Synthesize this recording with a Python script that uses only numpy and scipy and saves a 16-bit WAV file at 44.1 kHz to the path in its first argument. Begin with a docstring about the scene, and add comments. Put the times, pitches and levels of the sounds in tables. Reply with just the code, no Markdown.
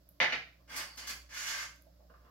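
"""A wooden spoon is knocked down beside a pot of sauce, bounces, and scrapes three times on a hard surface,
sticking and slipping so that it rasps and squeaks. Then it dips into the cast-iron pot and bumps about,
muffled by the sauce. The simmering sauce spits faintly. A tiled kitchen echoes around it all,
over the hum of the mains and the hiss of the stove."""
import sys
import numpy as np
from scipy import signal
from scipy.fft import rfft, irfft
from scipy.io import wavfile
from scipy.ndimage import uniform_filter1d

SR = 44100
rng = np.random.default_rng(int(sys.argv[2]) if len(sys.argv) > 2 else 0)


def wav_record(signal):
    """Record a signal, one row per channel, as 16-bit PCM in the file named by sys.argv[1]."""
    frames = np.transpose(np.atleast_2d(signal))
    bounded = np.clip(frames, -1, 1)
    # unit amplitude maps onto the largest positive 16-bit level
    quanta = np.round(bounded * 32767).astype(np.int16)
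    wavfile.write(sys.argv[1], SR, quanta)


N = 101429

# Levels in the tables are relative. A fade time (T60) is how long a sound takes to drop by 60 dB.
# The spoon lands, chatters and bounces. Each row: start in seconds, level in dB, treble boost in dB.
KNOCK_HITS = [(0.2021, -0.5, 3.5), (0.2128, 0, -4), (0.2193, -3, -1.5), (0.2250, -2.5, -0.5),
              (0.2440, -5, -5), (0.3000, -14.5, 3), (0.324, -6, 4), (0.3289, -8.5, -1), (0.3405, -11, -10)]
# The tone of each hit. Each row: frequency in Hz, level in dB.
KNOCK_TONE = [(50, -24), (120, -9.5), (180, -13.5), (270, -12), (400, -11.5), (650, -1.5), (1100, -7),
              (1600, 0.5), (2100, 3), (2700, -3.5), (3200, -7.5), (4000, -5.5), (5400, -15.5), (7000, -26),
              (8000, -41), (15000, -41.5)]
# The struck surface rings. Each row: pitch in Hz, level in dB, fade time in seconds.
SURFACE_NOTES = [(281, -12, .3), (585, -8, .33), (846, -10, .25), (1345, -4, .32), (1698, -5, .35),
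                 (2002, -2, .36), (2063, -8, .35), (2096, -7, .3), (2360, -5, .35), (2405, -5, .36),
                 (2862, -5, .38), (2911, -3, .42), (3525, -11, .34), (3624, -10, .36)]
# The worktop thuds. Each row: pitch in Hz, level in dB, fade time in seconds.
THUD_NOTES = [(78.2, -5.5, .25), (110.4, -7, 0.2), (171.5, -0.5, 0.28)]
KNOCK_DB, CLATTER_DB, CLATTER_T60_S, CRACK_T60_S = -7.5, -1, 0.038, 0.0045
RING_DB, THUD_DB, RING_BUILD_S = -3, -19, .01

# Three scrapes, one list each. Each row: time in seconds, rubbing level in dB, treble in dB, ring in dB.
STROKES = [
    [(0.675, -19, -20, 14), (0.698, -2.5, -9, 5), (0.748, -0.5, -11, 4), (0.765, 3, 10, 3.5),
     (0.805, 3, -16, 1), (0.835, -7.5, -9, 1), (0.87, -14, -31, -12), (0.96, -21.5, 3, 11)],
    [(0.971, -3, -13, -12), (0.975, -2.5, 5, 0), (1.003, -5.5, -2.5, -4), (1.025, -5, -8, 6),
     (1.044, -5, -21, -8), (1.066, -8.5, -2, 0), (1.075, 2, 8, 1), (1.089, -8, -1, -10), (1.096, 9, 5, 6.5),
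     (1.118, -12, -26, -24), (1.16, -16, -17, 15)],
    [(1.29, -13, -1, -10), (1.322, -5, -5.5, 4), (1.342, -3, 5.5, -1), (1.455, -1.5, 6, 7),
     (1.48, 2.5, 6.5, 4), (1.54, -1.5, 4.5, 12.5), (1.575, 1.5, 1, 6.5), (1.635, -1.5, 3.5, 7),
     (1.655, -22, -17, 1), (1.72, -20, -12, -11)],
]
# The tone of the rasp, one list per scrape. Each row: frequency in Hz, level in dB.
STROKE_TONES = [
    [(71, -22), (120, -21.5), (288, -14), (390, -23.5), (719, -13.5), (1380, -8), (1530, -5.5),
     (1690, -8.5), (2110, -7.5), (4130, -14.5), (4960, -8), (8420, -17.5), (15500, -22.5)],
    [(71, -50), (120, -15), (288, -10.5), (407, -14), (1560, 0), (1720, 0), (2810, -1.5), (3890, -7),
     (4960, -2.5), (7610, -6), (8590, -21.5), (9320, -12), (15500, -17)],
    [(120, -18.5), (400, -23.5), (700, -15.5), (1100, -4.5), (1600, 0.5), (2200, -2), (2600, -4),
     (3900, -9), (4700, -5.5), (6900, -7), (8000, -16.5), (8700, -22), (10700, -18), (15500, -26)],
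]
# Notes that the rubbing sets ringing. Each row: pitch in Hz, width in Hz, level in dB.
SCRAPE_RESONANCES = [(620, 70, -15), (1150, 40, -11), (1515, 35, -6), (1556, 28, 2), (1615, 35, -7),
                     (2035, 55, -8), (2145, 45, -4), (2230, 45, -9), (2900, 140, -12)]
# A thin squeak lingers from the first scrape into the second. Each row: time in seconds, level in dB.
SQUEAK_LEVELS = [(0.74, -42), (0.79, -5), (0.87, -24.5), (0.915, -15.5), (0.96, -33), (0.99, -8.5),
                 (1.05, -26), (1.072, -0.5), (1.1, -6.5), (1.13, -29), (1.18, -35)]
# The high notes of the squeak. Each row: pitch in Hz, width in Hz, level in dB.
SQUEAK_RESONANCES = [(4365, 70, -4), (4552, 45, 0), (4880, 110, -7), (5110, 90, -6)]
SCRAPE_DB, RESONANCE_DB, JUDDER_DB = -49.5, -11, 1.5
CLICKS_PER_S, CLICK_SPREAD_DB, TREBLE_HZ = 9000, 4, 3536

# The spoon bumps the pot.
# Each row: start in seconds, level in dB, seconds for the drag to drop 30 dB, brightness in dB.
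POT_BUMPS = [(0.591, -12.5, 0.077, 3), (1.864, -3, 0.017, -46.5), (1.991, -6.5, .02, -13),
             (2.002, -3.5, 0.0074, -19), (2.098, 1.5, .02, 2), (2.14, -1, 0.0034, 4.5),
             (2.199, -7.5, 0.096, 4), (2.245, -2.5, 0.054, 10), (2.275, -4.5, 0.049, 9)]
# The low notes of the pot's body. Each row: pitch in Hz, width in Hz, level in dB.
POT_BODY = [(566, 100, -5.5), (645, 71, -1.5), (734, 140, -7.5)]
# The brighter notes of its wall. Each row: pitch in Hz, width in Hz, level in dB.
POT_WALL = [(1040, 64, 6), (1187, 56, 11), (1396, 750, 9.5), (2200, 170, -20.5), (2700, 120, -10.5),
            (4300, 1500, -25)]
BUMP_DB = -36.5

# The sauce spits. Each row: start in seconds, level in dB.
SPITS = [(0.0898, 2.5), (0.093, -7), (0.96, -2), (1.7605, -9.5), (1.814, -12.5), (1.822, -4), (1.823, -18)]
# The bright tone of a spit. Each row: frequency in Hz, level in dB.
SPIT_TONE = [(1000, -17.5), (5000, -11.5), (9000, -40), (11000, 3.5), (12300, 8.5), (13500, 0.5),
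             (16000, -1.5)]
SPIT_DB, SPIT_T60_S, SPIT_ROOM_DB = -34.5, 0.0088, -12.5

# The stove's rumble and hiss. Each row: frequency in Hz, level in dB.
STOVE_TONE = [(20, -34.5), (35, -19), (60, -7.5), (90, -10.5), (170, -9.5), (240, -19), (300, -12),
              (450, -24), (600, -7.5), (800, -29), (1000, -24), (1600, -27), (2600, -32.5), (4000, -29),
              (5000, -25), (6500, -33.5), (7800, -34), (8800, -56), (10500, -34.5), (12300, -31.5),
              (15500, -30.5)]
# The mains and a fan hum. Each row: pitch in Hz, level in dB.
HUM_NOTES = [(60, -65.5), (120, -81), (175, -81.5), (291, -83)]
STOVE_DB, STOVE_WIDE_HZ, HUM_WAVER_DB = -69, 406, -3

# How long the kitchen echoes. Each row: frequency in Hz, fade time in seconds.
ROOM_FADES = [(150, .36), (600, .33), (2000, .34), (5000, .35), (12000, .34)]
ROOM_DB, ROOM_BUILD_S, ROOM_WIDE_HZ = 7, 0.0012, 720
ECHO_SPREAD_DB, ECHO_THICKEN_S = 3, 0.58
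RIGHT_DELAY_S, PAN_DB, TOP_HZ = 3 / SR, -2.4, 15850


def spoon_knock():
    """Each time the spoon hits, it makes a sharp crack and a short woody clatter."""
    wood, out = tone_filter(KNOCK_TONE), np.zeros(N)
    for start, db, treble_db in KNOCK_HITS:
        push = puff(CRACK_T60_S) + undb(CLATTER_DB) * puff(CLATTER_T60_S)
        add(out, start, undb(db) * treble(convolve(push, wood), treble_db))
    return undb(KNOCK_DB) * out


def surface_ring():
    """The first hit leaves the surface ringing after the clatter, over a soft thud."""
    t, out = np.arange(N) / SR, np.zeros(N)
    ring = undb(RING_DB) * ringing_notes(SURFACE_NOTES) + undb(THUD_DB) * ringing_notes(THUD_NOTES)
    add(out, KNOCK_HITS[0][0], ring * (1 - np.exp(-t / RING_BUILD_S)))
    return out


def spoon_scrapes():
    """Rubbing makes a rasp, a ring and a thin squeak. Pressing harder makes them louder."""
    t, ring = np.arange(N) / SR, resonances(SCRAPE_RESONANCES)
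    judder = undb(JUDDER_DB * wander(120))
    squeak_rub = stick_slip() * pressure(t, *np.array(SQUEAK_LEVELS).T)
    out = convolve(squeak_rub, resonances(SQUEAK_RESONANCES))
    for stroke, tone in zip(STROKES, STROKE_TONES):
        times, db, treble_db, ring_db = np.array(stroke).T
        rasp = convolve(stick_slip() * judder * pressure(t, times, db), tone_filter(tone))
        out += treble(rasp, np.interp(t, times, treble_db))
        ring_rub = stick_slip() * judder * pressure(t, times, db + ring_db + RESONANCE_DB)
        out += convolve(ring_rub, ring)
    return undb(SCRAPE_DB) * out


def stick_slip():
    """Sliding wood catches and lets go, making a stream of tiny, uneven clicks."""
    clicks = (rng.random(N) < CLICKS_PER_S / SR) * rng.choice([-1, 1], N)
    return unit(clicks * undb(CLICK_SPREAD_DB * rng.standard_normal(N)))


def pressure(t, times, db):
    """How hard the spoon presses: it glides between the levels and is zero before and after."""
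    return undb(np.interp(t, times, db)) * (t > times[0]) * (t < times[-1])


def pot_bumps():
    """The spoon drags briefly on the iron, and the sauce cuts the ring short."""
    body, wall, out = resonances(POT_BODY), resonances(POT_WALL), np.zeros(N)
    for start, db, drag_s, bright_db in POT_BUMPS:
        drag = rng.standard_normal(N) * fade(2 * drag_s)
        pot = body + undb(bright_db) * wall
        add(out, start, undb(db) * unit_energy(convolve(drag, pot)))
    return undb(BUMP_DB) * out


def sauce_spits():
    """The simmering sauce spits in tiny bright ticks."""
    out = np.zeros(N)
    for start, db in SPITS:
        add(out, start, undb(db) * puff(SPIT_T60_S))
    return undb(SPIT_DB) * convolve(out, tone_filter(SPIT_TONE))


def stove_and_hum():
    """The stove hisses and rumbles steadily, while the hum of mains and fan wavers."""
    t, tone, hum = np.arange(N) / SR, tone_filter(STOVE_TONE), np.zeros(N)
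    mid, side = (convolve(rng.standard_normal(N), tone) for _ in range(2))
    for hz, db in HUM_NOTES:
        level = undb(db + HUM_WAVER_DB * wander(6.1))
        hum += level * np.sqrt(2) * np.sin(2 * np.pi * (hz * t + rng.random()))
    return undb(STOVE_DB) * widen(mid, side, STOVE_WIDE_HZ) + hum


def kitchen_echo():
    """Sound bounces off the tiles in echoes that thicken and die away."""
    t, f = np.arange(N) / SR, np.fft.rfftfreq(N, 1 / SR)
    hz, fade_times = np.array(ROOM_FADES).T
    noise, out = rng.standard_normal(N), np.zeros(N)
    unevenness = undb(ECHO_SPREAD_DB * fade(ECHO_THICKEN_S) * rng.standard_normal(N))
    spectrum = rfft(noise * unevenness)
    for share, t60 in zip(np.eye(len(hz)), fade_times):
        band = irfft(spectrum * np.interp(np.log(f + 1), np.log(hz), share), N)
        out += band * fade(t60)
    return unit_energy(out * (1 - np.exp(-t / ROOM_BUILD_S)))


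def undb(db):
    """Turn decibels into a number to multiply by."""
    return 10 ** (np.asarray(db) / 20)


def unit(x):
    """Scale x to an average power of 1."""
    return x / np.sqrt(np.mean(x ** 2))


def unit_energy(x):
    """Scale x to a total energy of 1."""
    return x / np.sqrt(np.sum(x ** 2))


def fade(t60):
    """A curve that drops by 60 dB every t60 seconds."""
    return np.exp(-np.log(1000) * np.arange(N) / SR / max(t60, 1e-4))


def puff(t60):
    """A puff of noise that dies away."""
    return unit_energy(rng.standard_normal(N) * fade(t60))


def wander(rate):
    """A smooth random drift that turns about rate times a second."""
    step = int(SR / rate)
    stairs = np.repeat(rng.standard_normal(N // step + 1), step)
    return unit(uniform_filter1d(stairs, step)[:N])


def add(out, start, x):
    """Mix x into out, beginning at start seconds."""
    i = int(start * SR)
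    out[i:] += x[:N - i]


def convolve(x, response):
    """Play x through an object or room, given its response to one click."""
    return signal.fftconvolve(x, response)[:N]


def tone_filter(points, size=4096):
    """A click shaped to the tone given by rows of frequency and level."""
    hz, db = np.array(points, float).T
    gain = undb(np.interp(np.log(np.fft.rfftfreq(size, 1 / SR) + 1), np.log(hz), db))
    # These steps make the sound start at the click, never before it.
    cepstrum = irfft(np.log(gain))
    cepstrum[1:size // 2] *= 2
    cepstrum[size // 2 + 1:] = 0
    return unit_energy(irfft(np.exp(rfft(cepstrum))))


def ringing_notes(rows):
    """A struck object rings with several pure notes, each fading at its own speed."""
    t = np.arange(N) / SR
    return unit_energy(sum((-1) ** k * undb(db) * fade(t60) * np.sin(2 * np.pi * hz * t)
                           for k, (hz, db, t60) in enumerate(rows)))


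def resonances(rows):
    """Ringing notes given by their width: a wider one fades sooner."""
    return ringing_notes([(hz, db + 10 * np.log10(width), np.log(1000) / np.pi / width)
                          for hz, width, db in rows])


def treble(x, db):
    """Turn the treble up or down by db."""
    low = signal.sosfilt(signal.butter(1, TREBLE_HZ, fs=SR, output="sos"), x)
    return low + undb(db) * (x - low)


def widen(mid, side, hz):
    """Mix two unrelated sounds into left and right: alike below hz, unrelated above."""
    f = np.fft.rfftfreq(N, 1 / SR)
    share = .5 * f ** 2 / (f ** 2 + hz ** 2)
    mid = irfft(rfft(mid) * np.sqrt(1 - share), N)
    side = irfft(rfft(side) * np.sqrt(share), N)
    return np.array([mid + side, mid - side])


def scene():
    """Spoon and sauce are heard directly and as echoes, over the stove; the right is a bit louder."""
    spoon, spits = spoon_knock() + spoon_scrapes() + pot_bumps(), sauce_spits()
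    echoes = widen(kitchen_echo(), kitchen_echo(), ROOM_WIDE_HZ)
    into_room = spoon + undb(SPIT_ROOM_DB) * spits
    out = np.array([undb(ROOM_DB) * convolve(into_room, echo) for echo in echoes])
    direct = spoon + spits + surface_ring()
    add(out[0], 0, direct)
    add(out[1], RIGHT_DELAY_S, direct)
    balance = undb(np.array([[PAN_DB], [-PAN_DB]]) / 2)
    return (out + stove_and_hum()) * balance


def record(dry):
    """Cut off the very highest treble."""
    return signal.sosfilt(signal.ellip(10, .2, 70, TOP_HZ, fs=SR, output="sos"), dry)


dry = scene()
out = record(dry)
wav_record(out)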